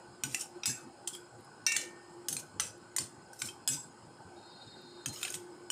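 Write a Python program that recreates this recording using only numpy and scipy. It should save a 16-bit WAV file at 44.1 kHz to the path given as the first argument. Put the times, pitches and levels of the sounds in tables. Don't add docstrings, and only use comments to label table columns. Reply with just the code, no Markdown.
import sys
import numpy as np
from scipy import signal
from scipy.fft import rfft, irfft
from scipy.io import wavfile
from scipy.ndimage import uniform_filter1d

SR = 44100
rng = np.random.default_rng(int(sys.argv[2]) if len(sys.argv) > 2 else 0)


def how_loud(loudness_db):
    steps = np.asarray(loudness_db, float) / 20
    return 10 ** steps


def put_to_file(sound):
    columns = np.atleast_2d(sound).T
    safe = np.clip(columns, -1, 1)
    whole_steps = np.round(safe * 32767)
    wavfile.write(sys.argv[1], SR, whole_steps.astype(np.int16))


N = 251811


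def evened(x):
    return x / np.sqrt(np.mean(x ** 2) + 1e-20)


def read(points, hz):
    f, value = np.transpose(points)
    return np.interp(np.log(hz + 1), np.log(f + 1), value)


def layered(events):
    layer = np.zeros(N)
    for s, sound in events:
        part = layer[round(s * SR):][:len(sound)]
        part += sound[:len(part)]
    return layer


def resonate(x, hz, width):
    pole = np.exp((2j * np.pi * hz - np.pi * width) / SR)
    return 2 * signal.lfilter([1 - abs(pole)], [1, -pole], x).real


def wander(size, hz):
    noise = rng.standard_normal(size + 2000)
    return evened(signal.lfilter([1], [1, -np.exp(-2 * np.pi * hz / SR)], noise)[2000:])


def band(x, low_hz, high_hz, order):
    return signal.sosfilt(signal.butter(order, [low_hz, high_hz], "bandpass", fs=SR, output="sos"), x)


def patchy(x, db, size):
    z = signal.stft(x, nperseg=256, noverlap=192)[2]
    patches = uniform_filter1d(rng.standard_normal(z.T.shape), size=size, axis=0)
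    patches = uniform_filter1d(patches, size=2, axis=1)
    return signal.istft(z * how_loud(db * evened(patches).T), nperseg=256, noverlap=192)[1][:len(x)]


# (frequency [Hz], level [dB per Hz])
AIR_COLOUR = [(30, -13), (70, -22), (105, -4), (300, -4), (600, -11), (1000, -9.5), (1560, -15),
              (1850, -23), (3000, -24), (8000, -21.5), (9700, -26.5), (10600, -41), (13000, -51),
              (16000, -43)]
# (frequency [Hz], width [Hz], level [dB])
CAVITY_PEAKS = [(831, 98, 7.5), (1495.4, 33.4, 18), (5070, 236, 15), (4310, 54, 11), (6100, 1630, -11.5),
                (6800, 120, 13.5), (7660, 87, 12.5), (3620, 210, -13), (9240, 430, 2.5)]


def air():
    frames, hz = N // 256 + 5, np.fft.rfftfreq(1024, 1 / SR)
    a, b, patches = rng.standard_normal((frames, 513, 3)).T
    patches = uniform_filter1d(patches, size=5, axis=0)
    patches = evened(uniform_filter1d(patches, size=12, axis=1))
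    peaks_db = sum(db / (1 + (2 * (hz - f) / w) ** 2) for f, w, db in CAVITY_PEAKS)
    colour_db = read(AIR_COLOUR, hz) + peaks_db
    patchy_db = np.interp(hz, [0, 1500, 4000], [3.0, 2.8, 2.0])
    z = (a + 1j * b) * how_loud(colour_db[:, None] + patchy_db[:, None] * patches)
    return how_loud(-55.5) * evened(signal.istft(z, nperseg=1024, noverlap=768)[1][:N])


# (middle [s], peak level [dB], half length [s])
HUM_SWELLS = [(.05, -65, 0.58), (0.571, -48.5, 0.011), (0.91, -62.5, 0.13), (1.16, -60.5, 0.11),
              (1.398, -48, 0.018), (1.878, -51, 0.05), (2.144, -54.5, 0.16), (2.794, -62, 0.048),
              (3.002, -55.5, 0.068), (3.504, -54, 0.058), (4.4, -60.5, 0.11), (4.967, -57.5, 0.19),
              (5.53, -52.5, 0.26)]


def hum():
    t = np.arange(N) / SR
    hum_hz, bed_db = 352.7, -67
    tone = np.sin(2 * np.pi * np.cumsum(hum_hz + 2.54 * wander(N, hz=6.46)) / SR)
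    skirt = evened(resonate(rng.standard_normal(N), hum_hz, 16.7))
    swell = sum(how_loud(db) * np.exp(-((t - s) / half) ** 2) for s, db, half in HUM_SWELLS)
    return (swell + how_loud(bed_db)) * evened(tone + 0.6 * skirt)


def rumble():
    lumps = evened(resonate(wander(N, hz=15.0), 0, 32))
    low_noise = resonate(resonate(rng.standard_normal(N), 113.0, 45), 113.0, 45)
    return how_loud(-68.0 + 4 * lumps) * evened(low_noise)


# (time [s], peak level [dB], frequency [Hz], length [s])
MAT_THUDS = [(0.241, -48, 136.2, 0.053), (0.681, -45.5, 132.5, 0.036), (1.738, -62, 151.3, 0.048),
             (2.306, -52.5, 133.7, 0.065), (2.536, -56, 98, 0.11), (2.673, -71, 93, 0.031),
             (3, -50.5, 132.4, 0.042), (3.431, -53.5, 134.5, 0.041), (3.699, -48, 137.4, 0.056),
             (3.974, -70, 107, 0.039), (4.257, -55.5, 119.4, 0.026), (4.674, -56.5, 152, 0.016),
             (5.074, -45, 129.4, 0.033), (5.352, -56, 139, 0.025)]


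def thuds():
    for s, db, hz, length in MAT_THUDS:
        t = np.arange(round(3 * length * SR)) / SR
        turns = np.cumsum(hz * (1 + 0.19 * wander(len(t), hz=31.4))) / SR
        rocking = np.sin(2 * np.pi * turns) + 0.62 * np.cos(4 * np.pi * turns)
        rocking += 0.098 * np.sin(6 * np.pi * turns)
        envelope = 3.13 * (t / (0.35 * length)) * np.exp(-t / (0.55 * length))
        yield s - .01, how_loud(db) * rocking * envelope


# (frequency [Hz], level [dB per Hz])
STEEL_COLOUR = [(530, 17.5), (900, -13.5), (1500, 1), (1820, -13.5), (2010, -1), (2330, -7.5), (2660, 0),
                (4540, -3), (8660, 0), (10300, -8), (14100, -13.5), (15500, -21), (16500, -55.5)]


def steel_db(hz):
    return read(STEEL_COLOUR, hz)


def strike(s, db, low_db, top_db, strongest, rise):
    t = np.arange(4096) / SR
    place, size, life = rng.random((44, 3, 1)).transpose(1, 0, 2)
    hz = 750 + (np.arange(44)[:, None] + place) * 345
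    t60 = (0.013 + 0.041 * life ** 2) * (5000 / hz) ** 0.12
    trim_db = np.interp(hz, [3220, 5530, 8800, 10900], [low_db + 10.0, 0, 0, top_db + 24.5])
    mode_db = steel_db(hz) + trim_db + 4 * size - 60 * t / t60
    many = (how_loud(mode_db) * np.sin(2 * np.pi * (hz * t + place))).sum(axis=0)
    few = 0
    for f, width, f_db in strongest:
        decay_db = 60 * t * np.clip(width, 25, 400) / 4.45
        few = few + how_loud(f_db - decay_db) * np.sin(2 * np.pi * f * t)
    rebounds = rng.standard_normal(300) * how_loud(-8.5 - 60 * t[:300] / 0.018) * (rng.random(300) < .05)
    rebounds[0] = 1
    modes = 0.72 * many / abs(many[40:]).max() + 0.43 * few
    chatter = signal.fftconvolve(modes, rebounds)[:len(t)]
    touch = 1.15 * np.sin(2 * np.pi * 4000 * t) * np.exp(-t / 0.0002) * (rise < .0005)
    return s, how_loud(db - 6.5) * (chatter * np.minimum(t / rise, 1) + touch)


# (time [s], peak level [dB], low part [dB], top part [dB])
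HARD_BLOWS = [(0.236, -16, -10, -17), (0.3458, -14.5, -11, -26), (0.634, -24.5, 1, -38),
              (0.657, -11.5, -16, -19), (1.0751, -21.5, -15, -16.5), (1.665, -14, -14, -20),
              (1.72, -15.5, -16, -24), (1.7646, -12, -17.5, -27), (2.2844, -17, -19, -15),
              (2.3667, -19.5, -34, -27), (2.5978, -15.5, -10.5, -34), (2.9639, -16.5, -21, -16),
              (2.9836, -13.5, -16.5, -28), (3.4187, -14, -10, -27), (3.676, -16, -66, -18),
              (5.0594, -20.5, -4, -16), (5.2298, -20, -7.5, -17), (5.25, -18, -1, -36),
              (5.3415, -25, -4, -25), (5.7017, -19.5, -25, -20)]
BLOW_MODES_HZ = [(5810.0, 8580.0, 1500.0, 6830.0, 2520.0), (6820.0, 8100.0, 1990.0, 7330.0, 2700.0),
                 (3750.0, 2620.0, 5010.0, 5660.0, 1400.0), (9450.0, 8830.0, 5000.0, 7600.0, 3600.0),
                 (9360.0, 7490.0, 8750.0, 6570.0, 3200.0), (5920.0, 5390.0, 8670.0, 2750.0, 4400.0),
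                 (2720.0, 7070.0, 5470.0, 8420.0, 2300.0), (7220.0, 6430.0, 4430.0, 8840.0, 2000.0),
                 (9340.0, 6400.0, 8710.0, 9850.0, 5000.0), (7530.0, 8670.0, 4190.0, 6370.0, 2500.0),
                 (8930.0, 6020.0, 7660.0, 3110.0, 1600.0), (8810.0, 6840.0, 7500.0, 6010.0, 2000.0),
                 (6830.0, 8820.0, 7320.0, 5160.0, 2050.0), (7630.0, 7140.0, 8960.0, 4110.0, 2440.0),
                 (7630.0, 5030.0, 9390.0, 6720.0, 3360.0), (6620.0, 3220.0, 8970.0, 6070.0, 1700.0),
                 (2640.0, 8860.0, 3610.0, 7150.0, 3200.0), (8610.0, 2640.0, 5180.0, 3140.0, 3600.0),
                 (8260.0, 6260.0, 5300.0, 7200.0, 3900.0), (8480.0, 7070.0, 5570.0, 1490.0, 3000.0)]
BLOW_MODES_DB = [(2.5, -2, -10.5, 3.5, 3.5), (-1, -9, -3, 0.5, 6.5), (7.5, 4, 3, 4.5, -8),
                 (-5, -6, 0.5, -15, -16), (3, 1, -1.5, 0, 0.5), (11, 10.5, -2, -23, 3),
                 (2.5, 2, -2, -4, -15), (1.5, -1, -6, -9, -2.5), (1.5, 0, -4, -5.5, 2),
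                 (1.5, 1.5, -2.5, -10, -3), (6.5, -1.0, -11, 7.5, -0.5), (6.0, 3, 0, -1.5, -0.5),
                 (-2, 1.0, 0, -6, -3), (-6, -4, -9.5, -9, -9), (-1, 5, -4, 2, -1), (3, 2.5, 0.5, 0.5, 4),
                 (4.5, -8, 0.0, -2, 2.5), (-5, -1.0, -3.5, -6, -15), (3, 0, -0.5, 3, -8),
                 (4.5, 3.5, 0, 2.5, 4.5)]


def blows():
    for row, modes_hz, modes_db in zip(HARD_BLOWS, BLOW_MODES_HZ, BLOW_MODES_DB):
        strongest = [(hz, 159 * (5000 / hz) ** 0.9, db) for hz, db in zip(modes_hz, modes_db)]
        yield strike(*row, strongest, rise=0.00039)


def speck(s, db, hz, t60):
    t = np.arange(round(t60 * SR)) / SR
    puff = np.sin(2 * np.pi * hz * t) * how_loud(db - 60 * t / t60) * np.minimum(t / .0015, 1)
    return s, puff * (1 + .5 * wander(len(t), hz=hz / 20))


# (time [s], frequency [Hz], t60 [s])
BOTTOM_KNOCKS = [
    (.237, 1500, .14),
    (.347, 1950, .08),
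    (.659, 1513, .18),
    (.69, 1650, .15),
    (3.678, 1680, .1),
    (1.666, 1480, .08),
    (5.252, 2900, .03),
    (3.332, 5600, .04),
]
BOTTOM_KNOCK_DB = [-39.5, -51, -49, -43, -44.5, -38, -36, -50]


def knocks():
    for (s, hz, t60), db in zip(BOTTOM_KNOCKS, BOTTOM_KNOCK_DB):
        yield speck(s, db, hz, t60)


def three_bands(x):
    hz = np.fft.rfftfreq(len(x), 1 / SR)
    low = 1 / (1 + (hz / 4400) ** 8)
    top = 1 / (1 + (10000 / (hz + 1)) ** 12)
    coloured = rfft(x) * how_loud(steel_db(hz))
    return [evened(irfft(coloured * share, len(x))) for share in (low, 1 - low - top, top)]


# (start [s], pressure [dB], length [s], low part [dB], top part [dB])
SPOON_PUSHES = [(0.241, -47, 0.28, 1, -15), (0.323, -45, 0.19, -19, -4), (0.395, -38, 0.075, -4, -11),
                (0.658, -35, 0.13, -16, -9), (0.722, -51.5, 0.16, 3, -11), (1.073, -34, 0.043, -24, -20),
                (1.127, -44, 0.086, -29, -21), (1.671, -41, 0.29, -2.5, -21),
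                (1.762, -40.5, 0.17, 3.5, -22), (2.285, -39.5, 0.16, -8, -14), (2.326, -41, 0.05, -10, -1),
                (2.386, -42, 0.048, -2, -12), (2.596, -40.5, 0.12, 2, -18), (2.632, -42, 0.13, -2, -19),
                (2.97, -40, 0.15, -1.5, -20), (3.34, -59, 0.21, -3, -7), (3.389, -47.5, 0.21, -16, -4),
                (3.443, -40.5, 0.1, -5.5, -14), (3.679, -37.5, 0.2, -5, -10), (5.059, -40, 0.08, -17, -24),
                (5.124, -45.5, 0.42, 2, -8), (5.222, -47.5, 0.2, 4, -7), (5.334, -38, 0.058, -27, -4.5)]
# (from [s], frequency [Hz], frequency [Hz], frequency [Hz])
FREE_PLACES = [(0, 5600, 7100, 9070), (.6, 5080, 6130, 6700), (1, 9380, 7750, 9150),
               (1.12, 3330, 7700, 9300), (1.6, 6470, 7400, 8780), (2.2, 6300, 9040, 11020),
               (2.55, 5940, 7600, 8860), (2.9, 8800, 7100, 8600), (3.3, 5340, 7350, 8900),
               (3.6, 5020, 6530, 8800), (5, 8400, 6500, 9100), (5.1, 6830, 8800, 8700)]


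def pushes():
    press_s, held_share = 0.0051, 0.27
    for s, db, length, low_db, top_db in SPOON_PUSHES:
        end = press_s + length
        t = np.arange(s, s + press_s + length, 1 / SR) - s
        corners = [0, press_s, press_s + held_share * length, end]
        pressure_db = np.interp(t, corners, [db - 4, db, db + 3, db - 29])
        treble_db = np.interp(t, corners, [top_db, top_db, top_db, top_db - 27])
        grit = rng.standard_normal(len(t))
        grit *= how_loud(2.5 * wander(len(t), hz=252) + 1.3 * wander(len(t), hz=41.0))
        close_modes = rng.uniform([1200, -12], [15600, 0], (70, 2))
        close = sum(how_loud(mode_db) * resonate(grit, hz, 92) for hz, mode_db in close_modes)
        low, middle, top = three_bands(evened(close) + 0.3 * evened(grit))
        place = [row for row in FREE_PLACES if row[0] < s][-1]
        free = sum(evened(resonate(grit, hz, 83)) for hz in place[1:])
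        sound = middle + how_loud(low_db) * low + how_loud(treble_db) * top + how_loud(-1.0) * evened(free)
        fade = np.minimum(1, np.minimum(t / 0.0016, (end - t) / 0.048))
        yield s, how_loud(pressure_db - 10.5) * patchy(sound, 2.94, size=10) * fade


# (time [s], peak level [dB], frequency [Hz])
EDGE_TICKS = [(0.2514, -25, 5920), (0.3114, -36, 8900), (0.3708, -35, 7790), (0.6768, -23, 5890),
              (1.1, -44, 9020), (2.2878, -23.5, 9330), (2.3047, -30, 9380), (2.3974, -43, 6420),
              (2.6034, -14.5, 8940), (2.6102, -25, 7650), (3.6874, -19.5, 7850), (3.699, -36, 7600),
              (5.139, -28.5, 9100), (5.2804, -31, 6300), (5.323, -29, 9400), (5.3534, -27, 8820)]


def ticks():
    for s, db, hz in EDGE_TICKS:
        yield strike(s, db, -14, -22, [(hz, 300, 3)], rise=0.0008)


def ring(modes, s, level_db, free_s, broken_db):
    t = np.arange(SR // 2 + 8000) / SR
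    hz, db, t60 = np.transpose(modes)[:, :, None]
    drop_db = np.interp(hz, [1870, 2320, 2720, 3500], [5, 6, 10, 20])
    drag_db = np.interp(hz, [1870, 2230, 2320, 2720], [32, 100, 95, 140])
    touched_db = drop_db * np.clip((t - free_s) / 0.0072, 0, 1) + drag_db * np.maximum(t - free_s, 0)
    sound = (how_loud(db - 60 * t / t60 - touched_db) * np.sin(2 * np.pi * hz * t)).sum(axis=0)
    return s, how_loud(level_db) * patchy(sound, broken_db, size=12) * np.minimum(t / 0.0046, 1)


# (time [s], frequency [Hz], t60 [s])
LONE_MODES = [(5.09, 4155, .34), (.636, 2584, .5), (1.77, 4155, .22), (.66, 2229, .38), (.66, 5895, .3),
              (3.712, 5914, .2), (3.69, 2546, .3), (2.6, 7660, .3), (2.6, 8930, .15), (2.335, 5900, .2),
              (1.158, 7680, .3), (1.14, 3240, .07), (3.0, 8810, .2), (3.02, 4190, .15), (2.367, 4190, .14),
              (3.785, 7680, .2), (.7, 7655, .35), (5.3, 1510, .3), (2.612, 2590, .35), (.348, 2000, .06),
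              (.66, 1875, .5), (.66, 3600, .3), (.66, 4200, .25), (.66, 13300, .3), (3.68, 13400, .22),
              (.415, 11200, .1)]
LONE_MODES_DB = [-44, -43, -42, -51, -43, -35, -49.5, -58, -51, -57, -57, -42, -52, -50, -43, -39, -48,
                 -50.5, -53, -33.5, -58, -53, -48, -56, -52, -48]


def lone_modes():
    for (s, hz, t60), db in zip(LONE_MODES, LONE_MODES_DB):
        yield ring([(hz, 0, t60)], s, db, free_s=1, broken_db=0.59)


# (time [s], peak level [dB], low part [dB], top part [dB])
SOFT_SLIPS = [(0.394, -27, -23, -29), (0.41, -28, -20, -24), (1.15, -28.5, -4, -12),
              (1.815, -21.5, -30, -32), (2.3279, -16, -17, -20), (2.3994, -35.5, -31, -20),
              (3.332, -31.5, -39, -24), (3.401, -23.5, -19, -18), (3.457, -31, -20, -25),
              (3.4872, -25, 1, -18), (5.16, -33.5, -11, -22), (5.213, -26, -5, -15), (5.28, -21, 8, -24),
              (5.3036, -20.5, -40, -22)]
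# (frequency [Hz], frequency [Hz])
SLIP_MODES_HZ = [(7800, 9280), (5350, 7660), (3240, 9030), (5670, 6550), (6370, 9390), (6430, 7660),
                 (1510, 8880), (7700, 6300), (7830, 4160), (3130, 5450), (5300, 2910), (8980, 6760),
                 (1690, 3270), (8970, 6440)]
# (level [dB], level [dB])
SLIP_MODES_DB = [(9, -7), (13, 11), (3, 2), (2, -2), (7, 4), (11, 10), (4, 3), (1, 2), (10, 7.5), (-6, -1),
                 (13, 7), (0, -5), (2.5, -11), (4, 4)]


def slips():
    for (s, *levels), modes_hz, modes_db in zip(SOFT_SLIPS, SLIP_MODES_HZ, SLIP_MODES_DB):
        strongest = [(hz, 200, db) for hz, db in zip(modes_hz, modes_db)]
        yield strike(s - .002, *levels, strongest, rise=0.0035)


RIM_MODES_HZ = [1816, 1868, 2226, 2319, 2586, 2697, 2738, 3704, 3902, 4150, 4775, 5489, 5687, 5927, 6611,
                8409, 8651]
# (level [dB], t60 [s])
RIM_MODES = [(-14, 2), (-20, 1.5), (-14, 2.4), (-12, 2.6), (-19, 1.3), (-17, .7), (-7, .9), (-13, .3),
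             (-16, .35), (-20, .3), (-21, .3), (-8, .14), (-11, .3), (-18, .35), (-12, .12), (-20, .3),
             (-20, .3)]
# (time [s], level [dB], time until touched [s], unevenness [dB])
FREE_RIM = [
    (.634, -46, 0.115, 3),
    (1.665, -25.5, 0.097, .8),
]


def rim_rings():
    for row in FREE_RIM:
        yield ring(np.c_[RIM_MODES_HZ, RIM_MODES], *row)


SPOON_MODES_HZ = [1515, 2584, 3590, 4190, 5000, 5905, 6288, 6780, 7564, 7648, 7680, 8936, 9335, 9435, 11075,
                  12760]
# (level [dB], t60 [s])
SPOON_MODES = [(-11.5, 0.52), (-11, 0.31), (-5, 0.37), (-3, 0.23), (-18, 0.51), (-15, 0.14), (-22, 0.27),
               (-18, 0.19), (2, 0.32), (14, 0.34), (-7, 0.34), (6, 0.24), (-7, 0.69), (8, 0.3), (-2, 0.33),
               (-6, 0.28)]
# (time [s], level [dB], time until touched [s], unevenness [dB])
FREE_SPOON = [
    (0.658, -46.5, 0.185, 2.8),
    (2.284, -59, 0.17, 2.7),
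    (2.598, -57.5, 0.077, 1.5),
    (3.677, -43.5, 0.212, 3.6),
]


def spoon_rings():
    for row in FREE_SPOON:
        yield ring(np.c_[SPOON_MODES_HZ, SPOON_MODES], *row)


# (time [s], peak level [dB], frequency [Hz], t60 [s])
STRAY_SPECKS = [
    (1.407, -57, 11200, .02),
    (1.447, -52, 10600, .02),
    (1.475, -52, 1150, .08),
    (2.097, -45, 860, .07),
    (2.778, -55, 10900, .015),
    (4.203, -49, 890, .08),
    (4.815, -62, 12000, .02),
]


def specks():
    for row in STRAY_SPECKS:
        yield speck(*row)


# (time [s], level [dB])
HORN_LEVEL = [
    (4.362, -67),
    (4.4, -65),
    (4.52, -58),
    (4.65, -58),
    (4.8, -59.5),
    (5.05, -60),
    (5.15, -68),
    (5.24, -87),
]
# (time [s], frequency [Hz])
HORN_PITCH = [(4.36, 235.5), (4.5, 233), (4.8, 232.4), (5.24, 231)]
# (multiple of the pitch [1], level [dB])
HORN_PARTIALS = [(16, 0), (17, -9), (18, 0), (19, -10), (20, -7), (21, -12), (22, -11)]


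def horn():
    s, db = np.transpose(HORN_LEVEL)
    t = np.arange(s[0], s[-1], 1 / SR)
    pitch_hz = np.interp(t, *np.transpose(HORN_PITCH)) * (1 + .0015 * wander(len(t), hz=25))
    turns = np.cumsum(pitch_hz) / SR
    partials = 0
    for k, part_db in HORN_PARTIALS:
        flutter = evened(resonate(rng.standard_normal(len(t)), 10, 11))
        smear = evened(resonate(rng.standard_normal(len(t)), 12, 14))
        partials = partials + how_loud(part_db + 4 * flutter) * np.sin(2 * np.pi * k * turns + .45 * smear)
    return s[0], how_loud(np.interp(t, s, db)) * evened(partials)


def room(x):
    taps = np.zeros(SR // 2)
    at = np.arange(200, len(taps) - 20, 20)
    taps[at + rng.integers(0, 20, len(at))] = rng.choice([-1., 1.], len(at))
    hz, t, z = signal.stft(taps, SR, nperseg=256)
    t60 = read([(500, 0.38), (4000, 0.23), (15000, 0.23)], hz)[:, None]
    tail = signal.istft(z * how_loud(-60 * t / t60), SR, nperseg=256)[1]
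    return signal.fftconvolve(x, tail / np.linalg.norm(tail))[:N]


def scene():
    far = air() + hum() + rumble()
    near = layered(blows()) + layered(slips()) + layered(pushes())
    near = band(near, 700, 18000, order=2)
    singing = layered(rim_rings()) + layered(spoon_rings()) + layered(lone_modes())
    far += layered(thuds()) + layered(specks()) + layered([horn()])
    mix = near + how_loud(-8.5) * room(near) + singing + far
    mix += layered(knocks()) + layered(ticks())
    return mix[None]


def low_pass(x):
    return signal.sosfilt(signal.butter(12, 16680, fs=SR, output="sos"), x)


def record(dry):
    kept = band(dry, 112, 19000, order=1)
    steep = signal.oaconvolve(kept, signal.firwin(255, 15550, fs=SR)[None], "same")
    finished = steep + how_loud(-15) * (kept - steep)
    return low_pass(finished)


dry = scene()
out = record(dry)
put_to_file(out)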